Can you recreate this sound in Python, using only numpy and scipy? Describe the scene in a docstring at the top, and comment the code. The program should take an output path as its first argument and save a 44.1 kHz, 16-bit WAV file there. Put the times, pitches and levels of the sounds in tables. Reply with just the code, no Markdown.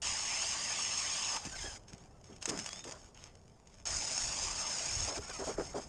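"""A hand auger shaves into lake ice with a rising rasp at each push; the last thin ice drums and gives way.
The spiral is pulled through gulping slush as clothing swishes; chips crack and ring on steel, crumbs trickle.
A second, more ragged cut follows and ends in more gulps, slush strokes and the drag of sleeves.
Cuts are clumped noise breaks through steel and ice filters, gulps are clouds of decaying sines, and cloth
is wavering tones. Filtered noise makes the dull ice sheet, the gusts and the open air underneath."""
import sys
import numpy as np
from scipy import signal
from scipy.fft import rfft, irfft
from scipy.io import wavfile
from scipy.ndimage import uniform_filter1d

SR = 44100
rng = np.random.default_rng(int(sys.argv[2]) if len(sys.argv) > 2 else 0)


def generate_wav(signal):
    """Clip the signal to [-1, 1] and save it as 16-bit WAV at the path in sys.argv[1]."""
    frames = np.transpose(np.atleast_2d(signal))
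    scaled = np.clip(frames, -1, 1) * 32767
    pcm = np.round(scaled).astype(np.int16)
    wavfile.write(sys.argv[1], SR, pcm)


N = 259515
TIME = np.arange(N) / SR

# bouts of steady cutting, hiss and crunch before each cut's trim:
# [start t/s, end t/s, release t/s, blade hiss level/dB, ice crunch level/dB, ice sheet shudder level/dB]
BOUT_TABLE = [(0.018, 1.363, 0.025, -39, -42.5, -63.5), (3.854, 5.09, 0.054, -39, -47, -60)]
# water and slush heaved in the hole: [start t/s, length t/s, level/dB, middle bubble pitch f/Hz]
GULP_TABLE = [(1.45, 0.027, -46.5, 174), (1.639, 0.037, -49, 470), (1.923, 0.018, -51.5, 188),
              (2.292, 0.04, -53.5, 337), (2.477, 0.075, -43, 304), (2.511, 0.047, -48.5, 840),
              (2.56, 0.07, -49.5, 230), (2.85, 0.049, -49.5, 444), (2.915, 0.064, -55, 830),
              (5.074, 0.068, -44.5, 810), (5.169, 0.025, -42.5, 470), (5.293, 0.018, -47.5, 850),
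              (5.391, 0.055, -41, 620), (5.469, 0.05, -39, 600), (5.58, 0.042, -35, 454),
              (5.744, 0.055, -39, 550)]
# spectrum of ice cracking on steel: [f/Hz, relative level/dB]
CRACK_SPECTRUM = [(150, -31), (600, -8.5), (1200, -11.5), (2700, -6), (4500, -11.5), (8000, -6.5),
                  (9300, -15), (10000, -28.5), (11300, -28.5), (13000, -36.5)]


def amp(db):
    """Turns decibels into a linear gain."""
    return 10 ** (np.asarray(db) / 20)


def unit(x):
    """Scales a signal to an rms of 1."""
    return x / np.sqrt(np.mean(x ** 2) + 1e-20)


def add(mix, s, sound):
    """Mixes a sound in at time s."""
    part = mix[max(round(s * SR), 0):][:len(sound)]
    part += sound[:len(part)]


def drift(per_s):
    """Smooth random curve of rms 1: noise whose changes faster than about per_s a second are damped."""
    hz = np.fft.rfftfreq(N, 1 / SR)
    spectrum = rfft(rng.standard_normal(N))
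    return unit(irfft(spectrum / (1 + (hz / per_s) ** 4), N))


def response(points, size=2048):
    """Causal (minimum phase) impulse response of energy 1 with the given spectrum."""
    hz, db = np.transpose(points)
    bin_hz = abs(np.fft.fftfreq(size, 1 / SR)) + 1
    log_gain = np.log(amp(np.interp(np.log(bin_hz), np.log(hz), db)))
    h = np.fft.ifft(np.exp(np.conj(signal.hilbert(log_gain)))).real[:size // 2]
    return h / np.linalg.norm(h)


def through(x, h):
    """Passes a signal through an impulse response, cut to the scene's length."""
    return signal.oaconvolve(x, h)[:N]


def noise(points):
    """Noise of rms 1 coloured by a spectrum."""
    return unit(through(rng.standard_normal(N), response(points)))


def resonate(x, hz, width):
    """A resonance of gain 1 that can follow a moving pitch: shift it to zero, smooth, shift back."""
    turn = np.exp(2j * np.pi * np.cumsum(hz * np.ones(len(x))) / SR)
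    r = np.exp(-np.pi * width / SR)
    return 2 * (turn * signal.lfilter([1 - r], [1, -r], x / turn)).real


def gate(start, end, fade_s):
    """Opens at start and has closed by end, with straight fades."""
    return np.clip(np.minimum(TIME - start, end - TIME) / fade_s, 0, 1)


def bump(s, length):
    """A smooth swell of height 1 around time s."""
    return np.exp(-2 * ((TIME - s) / length) ** 2)


def contour(points, fade_s=0.0033):
    """Gain along a curve whose last column is dB, silent outside it."""
    s, *_, db = np.transpose(points)
    return amp(np.interp(TIME, s, db)) * gate(s[0], s[-1], fade_s)


def held(start, end, release_s, hiss_db, crunch_db, attack_s=0.001):
    """Gains of hiss and crunch for steady work: a quick attack, a hold and a release."""
    attack = np.clip((TIME - start) / attack_s, 0, 1)
    release = np.exp(-np.maximum(TIME - end, 0) / release_s)
    return np.outer(amp([hiss_db, crunch_db]), attack * release)


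def swelling(rows, ends_db, attack_s, release_s):
    """Gains of hiss and crunch for movements that grow to a crest, ebb and die away."""
    gains = np.zeros((2, N))
    for start, crest, end, hiss_db, crunch_db in rows:
        swell = amp(np.interp(TIME, [start, crest, end], [ends_db, 0, ends_db]))
        attack = np.clip((TIME - start) / attack_s, 0, 1)
        release = np.exp(-np.maximum(TIME - end, 0) / release_s)
        gains += np.outer(amp([hiss_db, crunch_db]), swell * attack * release)
    return gains


def fractures(per_s, spread_db, dust_db):
    """Tiny breaks at random moments, their sizes scattered by spread_db, over a bed of fine powder."""
    sizes = amp(spread_db * np.minimum(rng.exponential(1, N), 4)) * rng.choice([-1, 1], N)
    breaks = unit(sizes * (rng.random(N) < per_s / SR))
    return unit(breaks + amp(dust_db) * rng.standard_normal(N))


def auger():
    """Even shaving in the first bout, a more ragged cut in the second; soft slush and sparse crumbs between."""
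    # strokes of the spiral through loose slush, before trim:
    # [start t/s, crest t/s, end t/s, hiss level/dB, crunch level/dB]
    stroke_rows = [(1.385, 1.458, 1.497, -46.5, -50), (1.48, 1.62, 1.772, -44, -49.5),
                   (5.13, 5.17, 5.18, -41.5, -45), (5.2, 5.49, 5.555, -43.5, -49),
                   (5.565, 5.6, 5.735, -47.5, -54.5), (5.74, 5.76, 5.88, -49, -56)]
    # showers of crumbs from the lifted spiral, before trim:
    # [start t/s, crest t/s, end t/s, hiss level/dB, crunch level/dB]
    crumb_rows = [(1.87, 1.9, 2.06, -67.5, -71.5), (2.235, 2.33, 2.375, -65, -68.5),
                  (2.41, 2.6, 2.81, -47, -54.5), (2.84, 2.88, 2.93, -48.5, -55.5),
                  (2.95, 2.98, 3.093, -60.5, -68.5), (3.145, 3.24, 3.3, -68, -64),
                  (3.67, 3.76, 3.81, -72, -76)]
    # crumbs trickling all through the pause, before trim:
    # [start t/s, end t/s, release t/s, hiss level/dB, crunch level/dB]
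    trickle_rows = [(1.79, 3.855, 0.02, -72.5, -78)]
    # crunch of the first cut: [f/Hz, relative level/dB]
    first_ice = [(150, -12), (450, -14), (650, 1.5), (880, 2), (1100, 5), (1350, -4.5), (2000, 2),
                 (2400, 1.5), (3200, 4), (3700, -1), (4400, -4), (6000, -7), (10000, -39)]
    # crunch of the second, wetter cut: [f/Hz, relative level/dB]
    wet_ice = [(150, -14), (450, -7.5), (680, 1.5), (1000, 0), (1350, -3), (2000, -4), (2650, -0.5),
               (3200, -4), (4100, -6.5), (6000, -31), (10000, -47)]
    # loose slush and crumbs: [f/Hz, relative level/dB]
    slush_spectrum = [(200, -23), (700, 8.5), (1300, 2), (2200, 2.5), (3200, 2), (4200, -5), (8000, -20),
                      (10000, -27.5), (13000, -22)]

    sliding = swelling(stroke_rows, ends_db=-8, attack_s=0.013, release_s=0.011)
    falling = swelling(crumb_rows, ends_db=-5, attack_s=0.0065, release_s=0.013) + held(*trickle_rows[0])
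    first = scrape(cutting(BOUT_TABLE[0]), first_ice, fractures(per_s=2400, spread_db=2.0, dust_db=2.5),
                   clump_db=0.2, clumps_per_s=126, hiss_db=0.5, crunch_db=-1, ring_db=-4.5)
    second = scrape(cutting(BOUT_TABLE[1]), wet_ice, fractures(per_s=1700, spread_db=0.1, dust_db=-1.5),
                    clump_db=0.54, clumps_per_s=95, hiss_db=0.15, crunch_db=0.76, ring_db=-2.5)
    slush = scrape(sliding, slush_spectrum, fractures(per_s=1800, spread_db=-2, dust_db=0),
                   clump_db=1.8, clumps_per_s=35, hiss_db=-0.5, crunch_db=0, ring_db=-7.0)
    crumbs = scrape(falling, slush_spectrum, fractures(per_s=300, spread_db=7.5, dust_db=3.5),
                    clump_db=1.5, clumps_per_s=98, hiss_db=-1.0, crunch_db=2.0, ring_db=-3)
    return first + second + slush + crumbs


def cutting(bout):
    """Gains of hiss and crunch in a bout; the hiss jumps or dips where the blades bite or skid."""
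    # blades biting deeper or skidding: [middle t/s, length t/s, change of hiss level/dB]
    bite_rows = [(0.09, 0.046, 2.5), (0.45, 0.1, 2), (0.825, 0.05, 1), (1.0, 0.03, 2.5), (3.96, 0.041, 2.5),
                 (4.173, 0.15, 1.5), (4.44, 0.024, 3), (4.545, 0.04, -2.5), (4.607, 0.026, 2),
                 (4.652, 0.025, -4.5), (4.748, 0.018, 2.5), (5.025, 0.084, 0.5)]
    hiss, crunch = held(*bout[:-1])
    return hiss * amp(sum(db * bump(s, length) for s, length, db in bite_rows)), crunch


def scrape(gains, ice, breaks, clump_db, clumps_per_s, hiss_db, crunch_db, ring_db, wander_db=0.5):
    """Breaks come in clumps as the steel catches and slips; each sounds in the spiral and in the ice."""
    drive = unit(breaks * amp(clump_db * drift(clumps_per_s)))
    in_spiral = turning(through(drive, steel(ring_db)), delay_ms=0.889, swing_ms=0.096, echo=0.51)
    hiss = unit(in_spiral * amp(wander_db * drift(54)))
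    # random signs keep the crunch from cancelling the hiss where their spectra overlap
    signs = rng.choice([-1, 1], N)
    crunch = flakes(turning(through(drive * signs, response(ice))))
    return amp(hiss_db) * gains[0] * hiss + amp(crunch_db) * gains[1] * crunch


def steel(ring_db):
    """One chip striking the spiral: a bright tick and the short ring of the steel."""
    # bright tick of the blades: [f/Hz, relative level/dB]
    hiss_spectrum = [(3000, -22), (4000, -16.5), (4500, -6), (4900, 0.5), (5900, -4), (6600, 3),
                     (7600, -4.5), (8900, -7.5), (9600, -18), (10200, -49), (11200, -27.5), (12500, -46),
                     (14000, -71)]
    # resonances of the steel spiral: [f/Hz, width f/Hz, relative level/dB]
    steel_modes = [(5190, 190, -13), (5358, 240, -1), (6425, 85, 0.5), (6820, 230, -10)]
    tick = response(hiss_spectrum)
    t = np.arange(len(tick)) / SR
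    modes = sum(amp(db) * width * np.exp(-np.pi * width * t) * np.cos(2 * np.pi * hz * t)
                for hz, width, db in steel_modes)
    ring = np.convolve(modes, tick)[:len(t)]
    h = tick + amp(ring_db) * ring / np.linalg.norm(ring)
    return h / np.linalg.norm(h)


def turning(x, turns_per_s=1.3, delay_ms=1.415, swing_ms=0.54, echo=0.1):
    """The turning spiral reflects the sound over a path that swings unevenly with each turn."""
    swing = np.sin(2 * np.pi * turns_per_s * TIME) + .5 * drift(5.8)
    lag = (delay_ms + swing_ms * swing) * SR / 1000  # in samples
    return unit(x + echo * np.interp(np.arange(N) - lag, np.arange(N), x))


def flakes(x, patchy_db=2.5):
    """Each flake has its own size, so the colour of the crunch shifts from moment to moment."""
    z = signal.stft(x, nperseg=512)[2]
    across_pitch = uniform_filter1d(rng.standard_normal(z.shape), size=4, axis=0)
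    patches = unit(uniform_filter1d(across_pitch, size=7, axis=1))
    return unit(signal.istft(z * amp(patchy_db * patches))[1][:N])


def rasp(width_hz=420, gain_db=-1):
    """The blades chatter in a broad resonance that climbs from a low pitch and levels off in each push."""
    # pushes of the crank, before gain_db: [start t/s, length t/s, level/dB]
    push_rows = [(-0.16, 0.34, -49.5), (0.245, 0.32, -47.5), (0.64, 0.3, -47.5), (1.01, 0.32, -48.5)]
    low_hz, top_hz, climb_s, fade_s = 1780, 2810, 0.084, 0.054
    breaks, out = fractures(per_s=1300, spread_db=3, dust_db=1), np.zeros(N)
    for start, length, db in push_rows:
        pitch = top_hz - (top_hz - low_hz) * np.exp(-((TIME - start) / climb_s) ** 2)
        chatter = unit(resonate(resonate(breaks, pitch, width_hz), pitch, width_hz))
        out += amp(db) * gate(start, start + length, fade_s) * chatter
    return amp(gain_db) * out * (TIME > BOUT_TABLE[0][0])


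def breakthrough(ring_hz=920, width_hz=620):
    """Coarse breaks ring the thin floor of the hole just before it gives way."""
    # drumming of the last thin layer of ice: [t/s, level/dB]
    thin_ice_curve = [(1.22, -73), (1.30, -45.5), (1.335, -43), (1.375, -37.5), (1.395, -59)]
    breaks = fractures(per_s=780, spread_db=10.5, dust_db=-1.0)
    return contour(thin_ice_curve) * unit(resonate(resonate(breaks, ring_hz, width_hz), ring_hz, width_hz))


def chips(crumble_s=0.0037, crumble=0.44, gain_db=0.5, size=900):
    """Each chip cracks on the steel, snapping and crumbling within a few thousandths of a second."""
    # chips of ice, before gain_db: [t/s, peak level/dB, crack against ring level/dB]
    chip_rows = [(1.3337, -37, 4), (1.3643, -29, 10), (1.4505, -32.5, -5), (1.6538, -43, 9),
                 (1.8828, -45.5, 2), (1.9804, -47.5, 6), (2.2456, -52, 0), (2.363, -43.5, -1),
                 (2.426, -28.5, 6), (2.4561, -21, 3), (2.4929, -24, -2), (2.498, -25, -11),
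                 (2.59, -25.5, 4), (2.5978, -30, -2), (2.6618, -27.5, 3), (2.841, -38, 8),
                 (2.9222, -35, -6), (3.1455, -48, -11), (3.196, -51, -4), (3.353, -49.5, 1),
                 (3.6721, -47, 0), (3.9679, -28, -16), (4.178, -23, -10), (5.179, -33, 0),
                 (5.2983, -35.5, 4)]
    out, ring, crack = np.zeros(N), steel(ring_db=-3.0), response(CRACK_SPECTRUM)
    for s, db, crack_db in chip_rows:
        snap = crumble * rng.standard_normal(size) * np.exp(-np.arange(size) / SR / crumble_s)
        snap[0] = 1
        sound = signal.fftconvolve(snap, ring + amp(crack_db) * crack)
        add(out, s, amp(db + gain_db) * sound / abs(sound).max())
    return out


def spills(crack_db=0):
    """A heap of wet crumbs slides off the spiral and lands as a short patter."""
    # small heaps of slush: [start t/s, length t/s, level/dB]
    spill_rows = [(1.876, 0.036, -61.5), (1.921, 0.03, -56.5), (2.227, 0.083, -66), (2.418, 0.027, -55),
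                  (2.47, 0.045, -43.5), (3.183, .11, -58.5), (3.712, 0.1, -69)]
    landing = steel(ring_db=11) + amp(crack_db) * response(CRACK_SPECTRUM)
    patter = through(fractures(per_s=600, spread_db=8.5, dust_db=-6), landing)
    out = np.zeros(N)
    for s, length, db in spill_rows:
        part = patter[round(s * SR):round((s + length) * SR)]
        add(out, s, amp(db) * unit(part * signal.windows.tukey(len(part), .5)))
    return out


def nearby(x, delay_s=0.0034, echo=0.14):
    """One early reflection from gear close by."""
    return (x + echo * np.interp(TIME - delay_s, TIME, x, left=0)) / np.hypot(1, echo)


def gulps(spread=0.42, cycles=1.13, rise=0.029, tilt=0.93, fade=0.3, tail_s=0.053, gain_db=0, count=40):
    """A gulp is a cloud of bubbles ringing the hole; large ones sound lower and longer, each rising in pitch."""
    # resonances of the bored hole: [f/Hz, width f/Hz, level/dB]
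    hole_modes = [(400, 30, 2.5), (632, 30, -1)]
    out = np.zeros(N)
    for s, length, db, pitch_hz in GULP_TABLE:
        t = np.arange(0, length + 2 * tail_s, 1 / SR)
        place = (np.arange(count)[:, None] + rng.random((count, 1))) / count  # position within the gulp
        radius = np.exp(spread * rng.standard_normal((count, 1)))
        turns = np.maximum(t - place * length, 0) * pitch_hz / radius
        age = turns / cycles
        strength = np.minimum(radius, 1 / radius) ** tilt * rng.choice([-1, 1], (count, 1))
        strength = strength * (1 - fade * place ** 2)  # the surge runs out
        bubbles = strength * age * np.exp(-2 * age) * np.sin(2 * np.pi * turns * (1 + rise * age))
        cloud = bubbles.sum(0)
        cloud = cloud + sum(amp(mode_db) * resonate(cloud, hz, width) for hz, width, mode_db in hole_modes)
        cloud = cloud * np.clip((t[-1] - t) / tail_s, 0, 1)
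        add(out, s, amp(db + gain_db) * cloud / np.sqrt(np.sum(cloud ** 2) / (length * SR)))
    return out


def splashes(splash_db=-14, ring_hz=1250, width_hz=900):
    """Each gulp throws up a fine spatter of slush."""
    drops = fractures(per_s=700, spread_db=3.5, dust_db=-6)
    spatter = unit(resonate(resonate(drops, ring_hz, width_hz), ring_hz, width_hz))
    return spatter * sum(amp(db + splash_db) * bump(s + length / 2, length)
                         for s, length, db, _ in GULP_TABLE)


def swishes(blur_hz=13, rough_db=3.5, overtone_db=-15, slowing=0.089, gain_db=-2.5):
    """Ribs of the weave zip over each other: a fuzzy whistle whose pitch follows the speed of the limb."""
    # brief swishes of nylon on nylon, before gain_db: [middle t/s, length t/s, top pitch f/Hz, level/dB]
    swish_rows = [(1.539, 0.073, 1553, -50), (1.6, 0.06, 2130, -53.5), (2.162, 0.07, 1334, -70),
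                  (5.36, 0.08, 2500, -55)]
    # long drags of the sleeves as the auger is lifted, pulled clear, pressed and pushed down,
    # before gain_db: [t/s, pitch f/Hz, level/dB]
    lift_curve = [(1.555, 4560, -55), (1.575, 4120, -53), (1.605, 3294, -57), (1.625, 3200, -53),
                  (1.665, 3400, -48), (1.73, 3080, -62)]
    pull_curve = [(2.675, 3420, -53), (2.725, 3400, -52.5), (2.79, 3700, -58), (2.9, 3740, -69.5)]
    press_curve = [(5.22, 1420, -54), (5.26, 1340, -60), (5.305, 1559, -53), (5.345, 1314, -59),
                   (5.375, 1226, -50), (5.4, 1176, -68)]
    push_down_curve = [(5.49, 1310, -53), (5.545, 1600, -66), (5.58, 1020, -55)]
    # folds that sound together in a drag: [pitch ratio, relative level/dB]
    lift_folds = [(0.97, -2.5), (0.505, -2)]
    pull_folds = [(0.98, 0)]
    press_folds = [(1, 2), (0.79, -2), (1.615, -2)]
    drags = [(lift_curve, lift_folds), (pull_curve, pull_folds),
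             (press_curve, press_folds), (push_down_curve, press_folds)]

    waver, flutter = blur_hz * drift(247), unit(amp(rough_db * drift(110)))

    def whistle(hz):
        """A wavering tone with a weak overtone."""
        phase = 2 * np.pi * np.cumsum(hz + waver) / SR
        return np.sin(phase) + amp(overtone_db) * np.sin(2 * phase)

    out = np.zeros(N)
    for s, length, top_hz, db in swish_rows:
        arch = np.maximum(1 - (2 * (TIME - s) / length) ** 2, 0)  # the limb speeds up and slows again
        out += amp(db) * arch * whistle(top_hz * (1 - slowing * (1 - arch)))
    for drag, folds in drags:
        s, hz, _ = np.transpose(drag)
        pitch = np.interp(TIME, s, hz)
        out += contour(drag) * sum(amp(db) * whistle(ratio * pitch) for ratio, db in folds)
    return amp(gain_db) * np.sqrt(2) * flutter * out


def shudder(rest_db=-68, slosh_db=-54, settle_s=0.3, follow=0.7):
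    """The ice sheet sounds dully at rest, louder under the blades and after each heave of the water."""
    # dull sound of the ice sheet: [f/Hz, relative level/dB]
    sheet_spectrum = [(40, -18), (130, 3), (250, 1.5), (420, -2), (750, -2), (1100, -8.5), (2500, -27),
                      (8000, -59)]
    strongest_db = max(db for _, _, db, _ in GULP_TABLE)
    heaves = [amp(follow * (db - strongest_db)) * (TIME > s) * np.exp(-abs(TIME - s) / settle_s)
              for s, _, db, _ in GULP_TABLE]
    slosh = np.max(heaves, axis=0)
    work = sum(amp(db) * gate(start, end + release_s, release_s)
               for start, end, release_s, _, _, db in BOUT_TABLE)
    return (amp(rest_db) + np.hypot(work, amp(slosh_db) * slosh)) * noise(sheet_spectrum)


def surroundings(breeze_db=-63, gust_db=-2, air_db=-63):
    """A light wind with a few gusts rumbles on the microphone over the faint noise of the open air."""
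    # gusts, before gust_db: [middle t/s, length t/s, level/dB]
    gust_rows = [(0.1, 0.063, -53), (1.614, 0.14, -51.5), (3.038, 0.031, -57), (3.955, 0.082, -45),
                 (4.267, 0.083, -47.5), (4.486, 0.19, -53), (4.983, 0.12, -42), (5.195, 0.033, -42),
                 (5.572, 0.32, -54)]
    # wind rumble: [f/Hz, relative level/dB]
    wind_spectrum = [(10, -12), (25, -3.5), (45, 1.5), (90, -3), (150, -15), (400, -57), (1500, -49.5)]
    # open air: [f/Hz, relative level/dB]
    air_spectrum = [(59, -15), (100, -1), (131, -8), (203, -10.5), (346, -33), (380, -11.5), (435, -18),
                    (637, -19.5), (687, -22.5), (1620, -58), (9570, -42), (12400, -84), (21100, -120)]
    gusts = sum(amp(db) * bump(s, length) for s, length, db in gust_rows)
    wind = amp(breeze_db) + amp(gust_db) * gusts
    return wind * noise(wind_spectrum) + amp(air_db) * noise(air_spectrum)


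def scene():
    """Open ice gives no reverberation, and both channels hear the same."""
    drilling = nearby(auger() + rasp() + breakthrough() + spills() + chips())
    mono = drilling + gulps() + splashes() + swishes() + shudder() + surroundings()
    return np.array([mono, mono])


def record(dry, edge_hz=12300):
    """A steep low-pass ends the treble at edge_hz."""
    lowpass = signal.firwin(101, edge_hz, window=("kaiser", 8), fs=SR)
    return signal.oaconvolve(dry, lowpass[None], "same")


dry = scene()
out = record(dry)
generate_wav(out)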